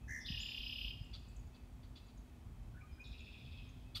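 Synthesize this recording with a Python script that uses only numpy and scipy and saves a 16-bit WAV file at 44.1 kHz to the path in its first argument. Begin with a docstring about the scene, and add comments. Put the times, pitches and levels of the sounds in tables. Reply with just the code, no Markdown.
"""Blackbirds at a wooded pond. The near one sings a burred low note, a sharp pip and a buzzy trill
of two alternating voices; a far one answers with a slower trill. Each buzz is a fast pitch sweep.
Harsh 'chek' calls (two mixing voices plus rasp), a small bird's thin chips and faint whistles come
from the trees, which scatter every call. Light air rumbles on the microphone over faint hiss and hum."""
import sys
import numpy as np
from scipy import signal
from scipy.fft import rfft, irfft
from scipy.io import wavfile

SR = 44100
rng = np.random.default_rng(int(sys.argv[2]) if len(sys.argv) > 2 else 0)


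def dump(signal):
    """Clip the signal to [-1, 1] and save it as 16-bit WAV at the path in sys.argv[1]."""
    limited = np.clip(np.atleast_2d(signal).T, -1, 1)
    pcm = np.round(limited * 32767).astype(np.int16)
    wavfile.write(sys.argv[1], SR, pcm)


N = 176400
T = np.arange(N) / SR


def near_trill():
    """Two voices alternate: low buzzing swoops and a high whistle, joined by a wide weak buzz."""
    # (centre [s], level [dB])
    syllables = [(.2888, -39), (.323, -39), (.3487, -40), (.3767, -38), (.4043, -39.5), (.4335, -38.5),
                 (.4617, -40), (.4903, -38.5), (.5199, -38.5), (.5489, -39), (.5795, -37.5), (.6083, -40),
                 (.6364, -38.5), (.668, -39), (.6987, -39), (.7288, -37), (.7595, -40.5), (.7874, -37.5),
                 (.8154, -36.5), (.8488, -38), (.8816, -40), (.9104, -40)]
    buzz_hz, low_hz, swoop_hz, upper_hz = 303, 2808, 614.6, 4990
    offset_s, gain = nearest(syllables)
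    start_s, end_s = syllables[0][0], syllables[-1][0]
    gate = np.clip((T - start_s + 0.033) / 0.0055, 0, 1) * np.clip((end_s - T) / 0.0023, 0, 1)
    elapsed_s = np.clip(T - start_s, 0, 1)
    swell, between = bell(offset_s, 0.0038), 1 - bell(offset_s, 0.0023)
    dipping_hz = low_hz + 30 * drift(57.5) + swoop_hz * (1 - bell(offset_s, 0.0099))
    low = swell * buzz(dipping_hz, buzz_hz, depth_hz=306, pulsing=0.27, waver_hz=75.6)
    # the low voice carries on weakly between syllables
    shoulder = buzz(3513, buzz_hz, depth_hz=98, pulsing=0.56, waver_hz=129)
    shoulder *= from_db(-13 - 12.5 * elapsed_s)
    bridge = buzz(4300, buzz_hz, depth_hz=695, pulsing=0.52, waver_hz=343)
    bridge *= from_db(-17 - 8 * elapsed_s)
    upper_gain = from_db(-14.5 - 13 * elapsed_s + 2.27 * drift(29)) * (1 - 0.33 * swell)
    upper = tone(upper_hz + 40 * drift(200)) + from_db(-7) * tone(5150 + 260 * drift(718))
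    sheen = from_db(-34.5) * tone(11730 + 1200 * elapsed_s + 500 * drift(900))
    overtone = from_db(-46) * tone(9400 + 550 * drift(1200))
    sustained = between * (bridge + shoulder) + upper_gain * upper + sheen + overtone
    song = gain * (low + gate * sustained)
    return butter(butter(song, 6, 2400, "high"), 6, 2400, "high")


def opening_note():
    """Near bird's low note, burred in pitch and level, with weak rough overtones."""
    # (time [s], pitch [Hz], level [dB])
    contour = [(.074, 1720, -66), (.089, 1796, -45), (.097, 1770, -45.5), (.11, 1880, -42),
               (.145, 1875, -43), (.19, 1865, -43.5), (.21, 1830, -55), (.225, 1790, -78)]
    # (centre [Hz], relative level [dB], spread [Hz])
    bands = [(5900, -13, 287), (6760, -24, 500), (9600, -26.5, 1200), (11000, -45, 350), (13600, -32, 360)]
    burr_rate_hz, burr_depth_hz = 74.2, 189.2
    hz, gain = phrase(contour)
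    cycle = 2 * np.pi * burr_rate_hz * (T - .137)
    burr_hz = burr_depth_hz * (.4 - np.cos(cycle))
    overtones = sum(from_db(db) * tone(band_hz + burr_hz + spread_hz * drift(630))
                    for band_hz, db, spread_hz in bands)
    fundamental = tone(hz + burr_hz + 35 * drift(330))
    return from_db(-3.5) * gain * (1 + .5 * np.cos(cycle)) * (fundamental + overtones)


def whistles():
    """Short gliding or arched notes that lead into and cross the songs."""
    # (centre [s], length [s], pitch [Hz], glide [Hz], arch [Hz], level [dB], waver [Hz])
    notes = [(0.222, 0.044, 5250, -200, 9.5, -55.5, 345), (0.234, 0.1, 3445, 2, -5.5, -68, 160),
             (.257, 0.019, 3540, 1, 1, -48.5, 19), (.263, 0.0053, 3624, -900, -300, -40.5, 39),
             (0.27, 0.002, 3900, -900, -1, -38.5, 150), (0.416, 0.051, 7090, 862, 452.5, -55, 40),
             (2.767, 0.065, 1470, 6.5, -6, -65, 54), (2.778, 0.02, 1664, 105, 2.5, -60, 130),
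             (2.816, 0.017, 2350, -13, 7.5, -59, 116), (2.841, 0.044, 1235, -2, 1.5, -64.5, 37),
             (2.938, 0.054, 5030, -68, 4, -73, 17), (2.988, 0.027, 1550, 1, -1, -66.5, 100),
             (3.017, 0.049, 2474, 66.5, 4, -51.5, 32), (3.014, 0.051, 5000, -1, -3, -77, 56)]
    out, waver = 0, drift(342)
    for centre_s, length_s, hz, glide_hz, arch_hz, db, waver_hz in notes:
        u, envelope = note(centre_s, length_s)
        pitch_hz = hz + glide_hz * u / 2 - arch_hz * u * u + waver_hz * waver
        out += from_db(db) * envelope * tone(pitch_hz)
    return out


def far_trill():
    """Slower song: a sharp downstroke leads each low syllable, under a coarse buzz of falling sweeps."""
    # (centre [s], level [dB])
    syllables = [(3.075, -65), (3.1448, -57), (3.2101, -56), (3.2762, -55.5), (3.3489, -55.5),
                 (3.4144, -62), (3.4782, -60.5), (3.5428, -60.5), (3.5956, -57.5), (3.6656, -63)]
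    # (time [s], pitch [Hz], level [dB])
    upper_voice = [(3.036, 3900, -78), (3.042, 3940, -60), (3.2, 3800, -63), (3.4, 3685, -64.5),
                   (3.58, 3645, -63.5), (3.7, 3570, -70), (3.84, 3490, -66), (3.87, 3410, -96)]
    low_hz, buzz_hz, lead_s = 2587, 89.1, 0.03
    offset_s, gain = nearest(syllables)
    low = gain * bell(offset_s, .009) * buzz(low_hz, buzz_hz, depth_hz=140, pulsing=0.76, waver_hz=110.2)
    upper_hz, upper_gain = phrase(upper_voice)
    stroke_s = offset_s + lead_s
    stroke_hz = upper_hz - 250 + 800 * np.exp(-np.maximum(stroke_s, -.004) / .005)
    stroke = 0.381 * bell(stroke_s, 0.0032) * tone(stroke_hz + 100 * drift(506))
    fall = 1 - phase(buzz_hz * (1 + .12 * drift(40))) / (2 * np.pi) % 1  # sawtooth, 1 to 0
    sweep_hz = upper_hz - 550 + 2000 * fall ** 2.3 + 110 * drift(453)
    sweep = tone(sweep_hz) * np.sin(np.pi * fall) ** 2 * (1.5 - fall)
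    top = buzz(upper_hz + 1250, buzz_hz, depth_hz=353, pulsing=.9, waver_hz=166)
    surge = 0.37 + bell(offset_s + 0.02, 0.0094)
    upper = stroke + surge * (from_db(0.5) * sweep + from_db(-14) * top)
    return from_db(-3.5) * low + upper_gain * upper


def cheks():
    """Two rough voices mix, with rasp; each call is repeated briefly 12 ms later, like a close reflection.
    Returns (calls, echo send)."""
    # (centre [s], length [s], level [dB], echo send [dB], treble rasp [dB], repeat 12 ms later, like a close
    # reflection [dB])
    events = [(1.14, 0.024, -47.5, -9.5, -41, 4), (1.549, 0.015, -61.5, -7.5, -24, -4),
              (1.834, 0.014, -62.5, -8, -30, -3), (1.961, 0.0087, -52.5, -6, -36, -8),
              (2.087, 0.018, -64, -12, -30, 0), (3.959, 0.03, -37, -12, -21, -2)]
    # voices and mixing tones: (low voice multiple, high voice multiple, level [dB])
    partials = [(1, 0, -6.5), (0, 1, -6), (-1, 1, -30.5), (2, -1, -21), (-1, 2, -23.5), (1, 1, -35)]
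    # (frequency [Hz], level [dB])
    rasp_spectrum = [(700, -75), (1300, -5), (1650, -23.5), (2600, -9), (3600, -3.5), (4700, -2.5),
                     (5400, -20.5), (7000, -21), (15500, -75)]
    # (frequency [Hz], level [dB])
    treble_spectrum = [(4000, -35), (6000, -5), (7500, -13), (8400, 10), (10500, -5), (12300, 11),
                       (13500, -14), (15500, -7)]
    rough_hz, repeat_gap_s = 87.3, 0.012
    rasp, treble = noise(rasp_spectrum), noise(treble_spectrum)
    offset_s, _ = nearest([row[:2] for row in events])
    u = np.clip((offset_s - .001) / 0.012, -1, 1)
    low_hz = 3416 + 80 * u * u + rough_hz * drift(690)
    high_hz = 4674 + 150 * u - 600 * u * u + rough_hz * drift(606)
    voices = sum(from_db(db) * tone(m * low_hz + n * high_hz) for m, n, db in partials)
    calls, send = 0, 0
    for centre_s, length_s, db, send_db, treble_db, repeat_db in events:
        first_beat = note(centre_s, length_s)[1] ** 2
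        repeat = from_db(repeat_db) * note(centre_s + repeat_gap_s, 0.0056)[1] ** 2
        burst = note(centre_s + 0.011, 0.04)[1] * (from_db(-7.5) * rasp + from_db(treble_db) * treble)
        call = from_db(db) * ((first_beat + repeat) * voices + burst)
        calls += call
        send += from_db(send_db) * call
    return calls, send


def chips():
    """A small bird's very high, quick sweeps."""
    # (centre [s], level [dB], pitch [Hz], glide [Hz])
    sweeps = [(1.05, -72, 7300, 1493), (1.117, -80, 7000, -800), (1.197, -71, 7100, 1003),
              (1.289, -67.5, 7360, 2646), (1.367, -62.5, 6870, -2800), (1.397, -70, 6800, -800),
              (1.474, -72.5, 6800, 14), (2.071, -72.5, 7000, 1504.5), (2.18, -67.5, 6500, -1200),
              (3.019, -72, 6450, -500), (3.075, -68, 6870, -800), (3.207, -69, 6820, -700),
              (3.694, -68, 6400, 607)]
    out, waver = 0, drift(600)
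    for centre_s, db, hz, glide_hz in sweeps:
        u, envelope = note(centre_s, length_s=.012)
        out += from_db(db) * envelope * tone(hz + glide_hz * u / 2 + 500 * u * u + 130 * waver)
    return out


def distant_whistles():
    """Faint, fluttering notes from deep in the wood."""
    # (centre [s], length [s], pitch [Hz], level [dB])
    notes = [(0.04, 0.067, 2570, -78.5), (1.287, 0.34, 2600, -82), (1.553, .16, 2600, -84),
             (2.028, 0.11, 2620, -79.5), (2.315, 0.12, 2580, -89), (2.607, 0.16, 3130, -91),
             (2.643, 0.22, 2610, -89), (2.915, 0.13, 3157, -85.5), (2.91, 0.29, 2440, -79.5),
             (3.88, 0.11, 2560, -82)]
    waver_hz, flutter = 40 * drift(100), from_db(1 + 0.87 * drift(22))
    return flutter * sum(from_db(db) * note(centre_s, length_s)[1] * tone(hz + waver_hz)
                         for centre_s, length_s, hz, db in notes)


def woods(x, early_db, tail_db):
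    """Sparse early echoes from trunks and water, then a diffuse tail that dies by band."""
    # (frequency [Hz], T60 [s])
    decay_times = [(1500, 1.5), (3000, 0.63), (5000, 1.35), (8000, 0.43), (14000, 0.9)]
    echoes_per_s, early_decay_s = 1500, 0.038
    t = T[:N // 2]
    early = rng.standard_normal(len(t)) * (rng.random(len(t)) < echoes_per_s / SR)
    early *= np.exp(-t / early_decay_s) * (t > .004)
    response = from_db(early_db) * early / np.linalg.norm(early)
    edges_hz = np.geomspace(700, 16000, 8)
    for low_hz, high_hz in zip(edges_hz, edges_hz[1:]):
        band = butter(rng.standard_normal(len(t)), 2, [low_hz, high_hz], "band")
        t60_s = at_hz(decay_times, np.sqrt(low_hz * high_hz))
        envelope = from_db(-60 * t / t60_s) * (1 - np.exp(-t / 0.0067))
        response += from_db(tail_db) * band * envelope / np.linalg.norm(envelope)
    return signal.fftconvolve(x, response)[:N]


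def air():
    """Lumpy rumble and single puffs of air on the microphone, over smooth far hiss."""
    # (frequency [Hz], relative density [dB])
    spectrum = [(12, -42.5), (20, -18.5), (49, 8), (66, -0.5), (85, -2), (115, -2), (148, -11), (180, -11),
                (213, -14.5), (245, -15.5), (274, -19), (323, -20), (519, -29), (686, -27.5), (833, -29),
                (985, -30.5), (1630, -37), (2540, -37), (2760, -41.5), (3170, -39), (4950, -45.5),
                (6720, -45.5), (15500, -51.5)]
    # (time [s], level [dB])
    rumble_levels = [(0.0, -51), (0.95, -53), (1.01, -47), (1.09, -52.5), (2.38, -54.5), (2.75, -52.5),
                     (2.86, -54.5), (2.9, -51), (3.3, -54), (4.0, -52.5)]
    # (time [s], level [dB], pitch [Hz])
    puff_events = [(0.305, -35, 168), (0.327, -39, 62.6), (.6, -42.5, 50), (1.015, -36.5, 103),
                   (1.463, -43, 64.6), (2.934, -39.5, 59), (3.116, -47, 54), (3.201, -41.5, 61.6)]
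    split_hz, hiss_db = 220, -65.5
    bed = noise(spectrum)
    low = rms_one(butter(bed, 3, split_hz, "low"))
    rumble_db = np.interp(T, *np.transpose(rumble_levels)) + 0.5 + 2 * drift(6.6)
    rumble = from_db(rumble_db) * butter(low, 2, 30, "high")
    puffs = sum(from_db(db) * bell(T - time_s, 0.41 / hz) * np.sin(2 * np.pi * hz * (T - time_s))
                for time_s, db, hz in puff_events)
    hiss = from_db(hiss_db) * rms_one(butter(bed, 3, split_hz, "high"))
    return rumble + puffs + hiss


def hum():
    """Two distant low tones, wavering in level and pitch."""
    # (pitch [Hz], level [dB])
    tones = [(225, -73), (250, -69)]
    return sum(from_db(db + 1.66 * drift(1.6)) * tone(hz + 2.85 * drift(6.28)) for hz, db in tones)


def buzz(hz, rate_hz, depth_hz, pulsing, waver_hz):
    """Tone swept rapidly up and down, loudest on each downstroke."""
    cycle = phase(rate_hz * (1 + .07 * drift(41.5)))
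    carrier = tone(hz + depth_hz * np.cos(cycle) + waver_hz * drift(544))
    return carrier * (1 + pulsing * np.sin(cycle)) / np.sqrt(1 + pulsing ** 2 / 2)


def phrase(rows):
    """Pitch and gain along a contour, silent outside its span."""
    time_s, hz, db = np.transpose(rows)
    sounding = (T > time_s[0]) & (T < time_s[-1])
    return np.interp(T, time_s, hz), from_db(np.interp(T, time_s, db)) * sounding


def note(centre_s, length_s):
    """Position u (-1 to 1) within a note, and its rounded envelope."""
    u = np.clip(2 * (T - centre_s) / length_s, -1, 1)
    return u, 1 - u * u


def nearest(rows):
    """Time from the nearest syllable centre, and the interpolated gain."""
    centre_s, db = np.transpose(rows)
    k = np.searchsorted((centre_s[1:] + centre_s[:-1]) / 2, T)
    return T - centre_s[k], from_db(np.interp(T, centre_s, db))


def bell(t, sigma_s):
    """Gaussian swell around t = 0."""
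    return np.exp(-.5 * np.minimum((t / sigma_s) ** 2, 100))


def phase(hz):
    """Running phase [rad]."""
    return 2 * np.pi * np.cumsum(hz + 0 * T) / SR


def tone(hz):
    """Sine on a moving pitch, rms 1."""
    return np.sqrt(2) * np.sin(phase(hz))


def drift(rate_hz):
    """Low-passed random wander, rms about 1."""
    pole = np.exp(-2 * np.pi * rate_hz / SR)
    return rms_one(signal.lfilter([1], [1, -2 * pole, pole * pole], rng.standard_normal(N + SR)))[SR:]


def noise(spectrum):
    """Coloured noise, rms 1."""
    gain = from_db(at_hz(spectrum, np.fft.rfftfreq(N, 1 / SR)))
    return rms_one(irfft(rfft(rng.standard_normal(N)) * gain, N))


def at_hz(points, hz):
    """Interpolate on a log-frequency axis."""
    points_hz, values = np.transpose(points)
    return np.interp(np.log(hz + 1e-3), np.log(points_hz), values)


def butter(x, order, hz, kind):
    """Maximally flat filter."""
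    return signal.sosfilt(signal.butter(order, hz, kind, fs=SR, output="sos"), x)


def from_db(db):
    """Decibels to gain."""
    return 10 ** (np.asarray(db) / 20)


def rms_one(x):
    """Scale to unit rms."""
    return x / np.sqrt(np.mean(x ** 2) + 1e-20)


def scene():
    """Near and far birds with their echoes, over air and hum; mono."""
    near = opening_note() + near_trill() + whistles() + chips()
    far = far_trill() + distant_whistles()
    calls, call_send = cheks()
    direct = from_db(-3) * (near + calls) + from_db(-1) * far
    send = from_db(-1.5) * near + from_db(6) * (far + call_send)
    echoes = woods(send, early_db=-8.5, tail_db=-9)
    return (direct + echoes + air() + hum())[None]


def record(dry):
    """Steep treble cut."""
    cutoff_hz = 15700
    return signal.sosfilt(signal.ellip(12, .1, 70, cutoff_hz, fs=SR, output="sos"), dry)


dry = scene()
out = record(dry)
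dump(out)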